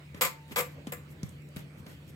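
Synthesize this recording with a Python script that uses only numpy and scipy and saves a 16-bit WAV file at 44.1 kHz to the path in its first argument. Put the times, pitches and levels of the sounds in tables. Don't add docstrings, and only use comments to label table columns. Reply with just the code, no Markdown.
import sys
import numpy as np
from scipy import signal
from scipy.fft import rfft, irfft
from scipy.io import wavfile
from scipy.ndimage import uniform_filter1d

SR = 44100
rng = np.random.default_rng(int(sys.argv[2]) if len(sys.argv) > 2 else 0)


def wav_out(sig):
    wavfile.write(sys.argv[1], SR, np.round(np.clip(np.atleast_2d(sig).T, -1, 1) * 32767).astype(np.int16))


N = 94815
T = np.arange(16384) / SR
HZ = np.fft.rfftfreq(len(T), 1 / SR)


def amp(db):
    return 10 ** (np.asarray(db) / 20)


def unit_rms(x):
    return x / np.sqrt(np.mean(x ** 2) + 1e-20)


def curve_at(points, hz):
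    f, value = np.transpose(points)
    return np.interp(np.log(hz + 1), np.log(f + 1), value)


def add(mix, start_s, sound):
    part = mix[:, max(round(start_s * SR), 0):][:, :sound.shape[-1]]
    part += sound[..., :part.shape[1]]


def bell(centre_hz, octaves):
    return np.exp(-(np.log2((HZ + 1) / centre_hz) / octaves) ** 2)


def noise():
    return rng.standard_normal((2, len(T)))


def grains(per_s, spread_db):
    size = amp(spread_db * np.minimum(rng.exponential(1, (2, len(T))), 4))
    return unit_rms(noise() * size * (rng.random((2, len(T))) < per_s / SR))


# f/Hz, left-right correlation
CLOSE_IMAGE = [(100, -0.91), (600, 0.79), (1400, -0.8), (2800, 0.13), (4500, -0.39), (7000, 0.74),
               (15000, 0.86)]


def close_miked(pair, spectrum_db):
    likeness = np.clip(curve_at(CLOSE_IMAGE, HZ), -1, 1)
    mid, side = rfft(pair) * np.sqrt([(1 + likeness) / 2, (1 - likeness) / 2])
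    cepstrum = irfft(np.log(unit_rms(amp(spectrum_db))))
    cepstrum *= 1 + np.sign(len(T) / 2 - np.arange(len(T)))
    cepstrum[0] /= 2
    return irfft(np.array([mid + side, mid - side]) * np.exp(rfft(cepstrum)))


# f/Hz, relative level/dB
AIR_SPECTRUM = [(20, -32), (48, -29), (70, -1.5), (110, -5.5), (150, -0.5), (200, -8), (300, -9.5),
                (390, -15), (500, -14.5), (800, -24), (1300, -27), (2200, -23), (4300, -32.5),
                (6000, -39.5), (7800, -37.5), (10000, -44.5), (16000, -44)]
# f/Hz, left-right correlation
AIR_IMAGE = [(60, 0.96), (130, 1), (290, 0.89), (640, 0.36), (1410, -0.069), (3100, -0.31), (6820, 0.49),
             (15000, 1)]
# f/Hz, left minus right/dB
AIR_PAN = [(60, 4), (250, -1), (640, -0.5), (1410, -9.5), (3100, -1), (7000, 0)]


def room_tone(level_db=-51, patch_db=2.5):
    frames, hz = N // 256 + 5, np.fft.rfftfreq(2048, 1 / SR)
    draws = rng.standard_normal((frames, len(hz), 5)).T
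    left, unrelated = draws[0] + 1j * draws[1], draws[2] + 1j * draws[3]
    likeness = np.clip(curve_at(AIR_IMAGE, hz), -1, 1)[:, None]
    right = likeness * left + np.sqrt(1 - likeness ** 2) * unrelated
    patches = uniform_filter1d(draws[4], size=24, axis=0)
    patches = unit_rms(uniform_filter1d(patches, size=14, axis=1))
    pan_db = np.multiply.outer([.5, -.5], curve_at(AIR_PAN, hz))[..., None]
    gain = amp(curve_at(AIR_SPECTRUM, hz)[:, None] + pan_db + patch_db * patches)
    air = signal.istft(np.array([left, right]) * gain, nperseg=2048, noverlap=1792)[1][:, :N]
    return amp(level_db) * unit_rms(air)


# f/Hz, level/dB
HUM_TONES = [(81, -60.5), (146.8, -52)]


def appliance_hum(waver_depth=0.26, waver_hz=5):
    t, hum = np.arange(N) / SR, 0
    rolloff = 1 + (np.fft.fftfreq(N, 1 / SR) / waver_hz) ** 4
    for hz, db in HUM_TONES:
        drift = np.fft.ifft((rng.standard_normal(N) + 1j * rng.standard_normal(N)) / rolloff)
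        drift /= np.sqrt(np.mean(abs(drift) ** 2))
        tone = (1 + waver_depth * drift) * np.exp(2j * np.pi * hz * t)
        hum += amp(db) * np.sqrt(2) * tone.real
    return hum


# f/Hz, t60/s
KITCHEN_DECAY = [(150, 0.4), (600, 0.37), (2200, 0.34), (5000, 0.26), (8000, 0.21), (15000, 0.12)]


def kitchen_echo(sound, early_db=-5.5, early_t60_s=0.19, tail_db=-11.5):
    hz, t, spectra = signal.stft(noise(), SR, nperseg=256)
    decay = amp(-60 * t / curve_at(KITCHEN_DECAY, hz)[:, None])
    tail = signal.istft(spectra * decay, SR)[1][:, :len(T)] * np.minimum(T / 0.011, 1)
    early = noise() * amp(-60 * T / early_t60_s) * np.minimum(T / 0.001, 1)
    early = close_miked(early, np.zeros(len(HZ)))
    echo = amp(tail_db) * tail / np.linalg.norm(tail[0])
    echo += amp(early_db) * early / np.linalg.norm(early[0])
    return signal.fftconvolve(sound, echo, axes=1)[:, :N]


# t/s, level/dB, centre f/Hz, width/octaves
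STICKY_TICKS = [(0.48, -59.5, 8100, 0.49), (1.2318, -40.5, 6030, 0.7), (1.292, -47, 8000, 0.42),
                (1.421, -61, 7600, 0.7), (1.488, -58.5, 7800, 0.92), (1.561, -46, 8900, 0.46),
                (1.5683, -34, 1910, 1.27), (1.8646, -46.5, 1170, 1.5)]


def skin_ticks(decay_s=0.0023):
    out = np.zeros((2, N))
    for start, db, hz, octaves in STICKY_TICKS:
        burst = noise() * np.exp(-T / decay_s)
        add(out, start, amp(db) * close_miked(burst, 18 * bell(hz, octaves)))
    return out


# peak t/s, rise/s, fall/s, level/dB, body around 1.5 kHz/dB
PALM_STROKES = [(0.176, 0.013, 0.016, -53, 10), (.497, 0.011, 0.017, -57, 3), (.522, .006, .011, -42.5, 5),
                (0.719, .03, .025, -62, -10), (0.894, .015, 0.0091, -54, 6),
                (1.118, 0.016, 0.011, -56, -30), (1.26, 0.017, 0.055, -59, -8),
                (1.585, 0.014, 0.025, -50, 7), (1.796, .015, 0.011, -57.5, 0),
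                (1.897, 0.019, 0.036, -53, 4.5), (2.097, 0.016, 0.0076, -54, -1.5)]
# f/Hz, relative level/dB
FLOUR_SPECTRUM = [(300, 19), (1000, 3.5), (2300, 6.5), (5000, -0.5), (7700, 0.5), (10000, -4), (13000, 3),
                  (16000, -11.5)]


def flour_brushes():
    out = np.zeros((2, N))
    for peak_s, rise, fall, db, body_db in PALM_STROKES:
        t = T - 3 * rise
        stroke = np.exp(-(t / np.where(t < 0, rise, fall)) ** 2 / 2)
        hiss = stroke * grains(per_s=9000, spread_db=1.6)
        spectrum_db = curve_at(FLOUR_SPECTRUM, HZ) + body_db * bell(1480, 1.34)
        add(out, peak_s + t[0], amp(db) * close_miked(hiss, spectrum_db))
    return out


# f/Hz, relative level/dB, t60/s, left minus right/dB
TRAY_MODES = [(390, -13, .1, 7), (497, -3, .09, 3), (524, -1.5, .09, 5), (707, -9, .1, 0),
              (945, -9, .08, 1), (1026, 1, .11, 4), (1062, -3, .08, 1), (1173, 0, .12, 11),
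              (1309, -2, .12, 10), (1455, -5, .07, 0), (1660, -6, .04, 2), (1996, -1, .1, -3),
              (2123, -4, .1, 5), (2318, 1, .09, 0), (2570, -8, .04, 4), (3170, -7, .04, 3),
              (7800, -12, .025, 0), (12637, -6, .06, 0), (14253, -11, .06, 0)]
SLIPS_PER_S, SLIP_SPREAD_DB = 6000, 1.5


def tray_ring(force, tilt_db, left_lead_s=.00019):
    out = np.zeros((2, len(T)))
    lag = np.exp(-2j * np.pi * HZ * left_lead_s * np.array([[0], [1]]))
    bass_loss = signal.butter(4, 380, "high", fs=SR, output="sos")
    drive = signal.sosfilt(bass_loss, force * grains(SLIPS_PER_S, SLIP_SPREAD_DB)[0])
    for hz, db, t60, pan_db in TRAY_MODES:
        mode = amp(-60 * T / t60) * np.cos(2 * np.pi * hz * T)
        level_db = db + tilt_db * np.log2(hz) + pan_db * np.array([[.5], [-.5]])
        out += amp(level_db) * unit_rms(irfft(rfft(drive) * rfft(mode) * lag))
    return unit_rms(out) * np.sqrt(np.mean(force ** 2))


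# t/s, length/s, ring level/dB, rasp level/dB, growth over the skid/dB,
# bite around 4.4 kHz/dB, ring tilt/(dB per octave)
TRAY_SKIDS = [(0.21, 0.004, -24.5, -27.5, 2.5, 10.5, -2), (0.217, 0.025, -24, -22, -9.5, 3, -2.1),
              (0.248, 0.026, -29, -28.5, -9.5, 6.5, -1.5), (0.5589, 0.0097, -25, -34.5, -4, 15, 3.5),
              (0.566, 0.0274, -28, -31, -2, 0, -3), (0.5816, 0.029, -29, -30.5, -2.5, 0.5, -7),
              (0.9203, 0.017, -33.5, -33, -10, -4.5, -7.5)]
# f/Hz, relative level/dB
RASP_SPECTRUM = [(120, -55), (290, -27), (440, -3.5), (800, 3), (1400, 2), (2300, 10), (3000, -1.5),
                 (4200, -4), (6200, -6.5), (7500, 6.5), (8700, -2), (10400, -4.5), (11800, 0.5),
                 (12600, 3.5), (13100, 3.5), (15600, -5)]


def tray_skids(attack_s=.0012, release_s=0.0041, shudder_db=-15.5):
    ring, rasp = np.zeros((2, 2, N))
    for start, length, ring_db, rasp_db, growth_db, bite_db, tilt_db in TRAY_SKIDS:
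        force = np.minimum(T / attack_s, 1) * amp(growth_db * np.minimum(T / length, 1))
        force *= np.exp(-np.maximum(T - length, 0) / release_s)
        catches = force * grains(SLIPS_PER_S, SLIP_SPREAD_DB)
        spectrum_db = curve_at(RASP_SPECTRUM, HZ) + bite_db * bell(4400, 0.62)
        add(rasp, start, amp(rasp_db) * close_miked(catches, spectrum_db))
        add(ring, start, amp(ring_db) * tray_ring(force, tilt_db))
        shudder = close_miked(force * noise(), 50 * bell(187.5, 0.54))
        add(ring, start, amp(ring_db + shudder_db) * shudder)
    return ring, rasp


def rim_tone(hz=894, level_db=-52.5, t60_s=1.4):
    t = np.arange(N) / SR
    return amp(level_db - 60 * t / t60_s) * np.sin(2 * np.pi * hz * t)


# t/s, thud level/dB, settled thud f/Hz,
# smack level/dB, tray ring level/dB
PALM_PATS = [(.1450, -38, 190, -43.5, -48.5), (.510, -38.5, 210, -65, -47), (0.87, -30, 209, -37, -45.5),
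             (1.2305, -25.5, 149, -43, -48.5), (1.5629, -31, 173, -40, -52),
             (1.8658, -41.5, 183, -46, -52.5)]
# f/Hz, relative level/dB
SMACK_SPECTRUM = [(200, 5), (500, 18.5), (1000, -4), (2200, 6), (4000, 1.5), (7500, -6), (10500, -9.5),
                  (16000, -25)]


def dough_pats(thud_peak_s=0.0044, sag=0.82, sag_s=0.002, smack_s=.005, press_s=0.0084):
    out = np.zeros((2, N))
    swell = (T / thud_peak_s * np.exp(1 - T / thud_peak_s)) ** 2
    touch = np.minimum(T / 0.0005, 1) * np.exp(-T / smack_s)
    press = np.exp(-T / press_s)
    for start, thud_db, hz, smack_db, ring_db in PALM_PATS:
        cycles = np.cumsum(hz * (1 + sag * np.exp(-T / sag_s))) / SR
        add(out, start, amp(thud_db) * swell * np.sin(2 * np.pi * cycles))
        smack = close_miked(noise() * touch / touch.max(), curve_at(SMACK_SPECTRUM, HZ))
        add(out, start, amp(smack_db) * smack)
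        add(out, start, amp(ring_db) * tray_ring(press, tilt_db=0))
    return out


def scene():
    hand = dough_pats() + flour_brushes() + skin_ticks()
    ring, rasp = tray_skids()
    add(ring, TRAY_SKIDS[1][0], rim_tone())
    echo = kitchen_echo(rasp + amp(-7) * ring + amp(-5) * hand)
    return hand + ring + rasp + echo + room_tone() + appliance_hum()


def record(dry):
    bass_cut = signal.butter(3, 58, "high", fs=SR, output="sos")
    band_limit = signal.firwin(255, 16100, window=("kaiser", 8), fs=SR)
    return signal.oaconvolve(signal.sosfilt(bass_cut, dry), band_limit[None], "same")


dry = scene()
out = record(dry)
wav_out(out)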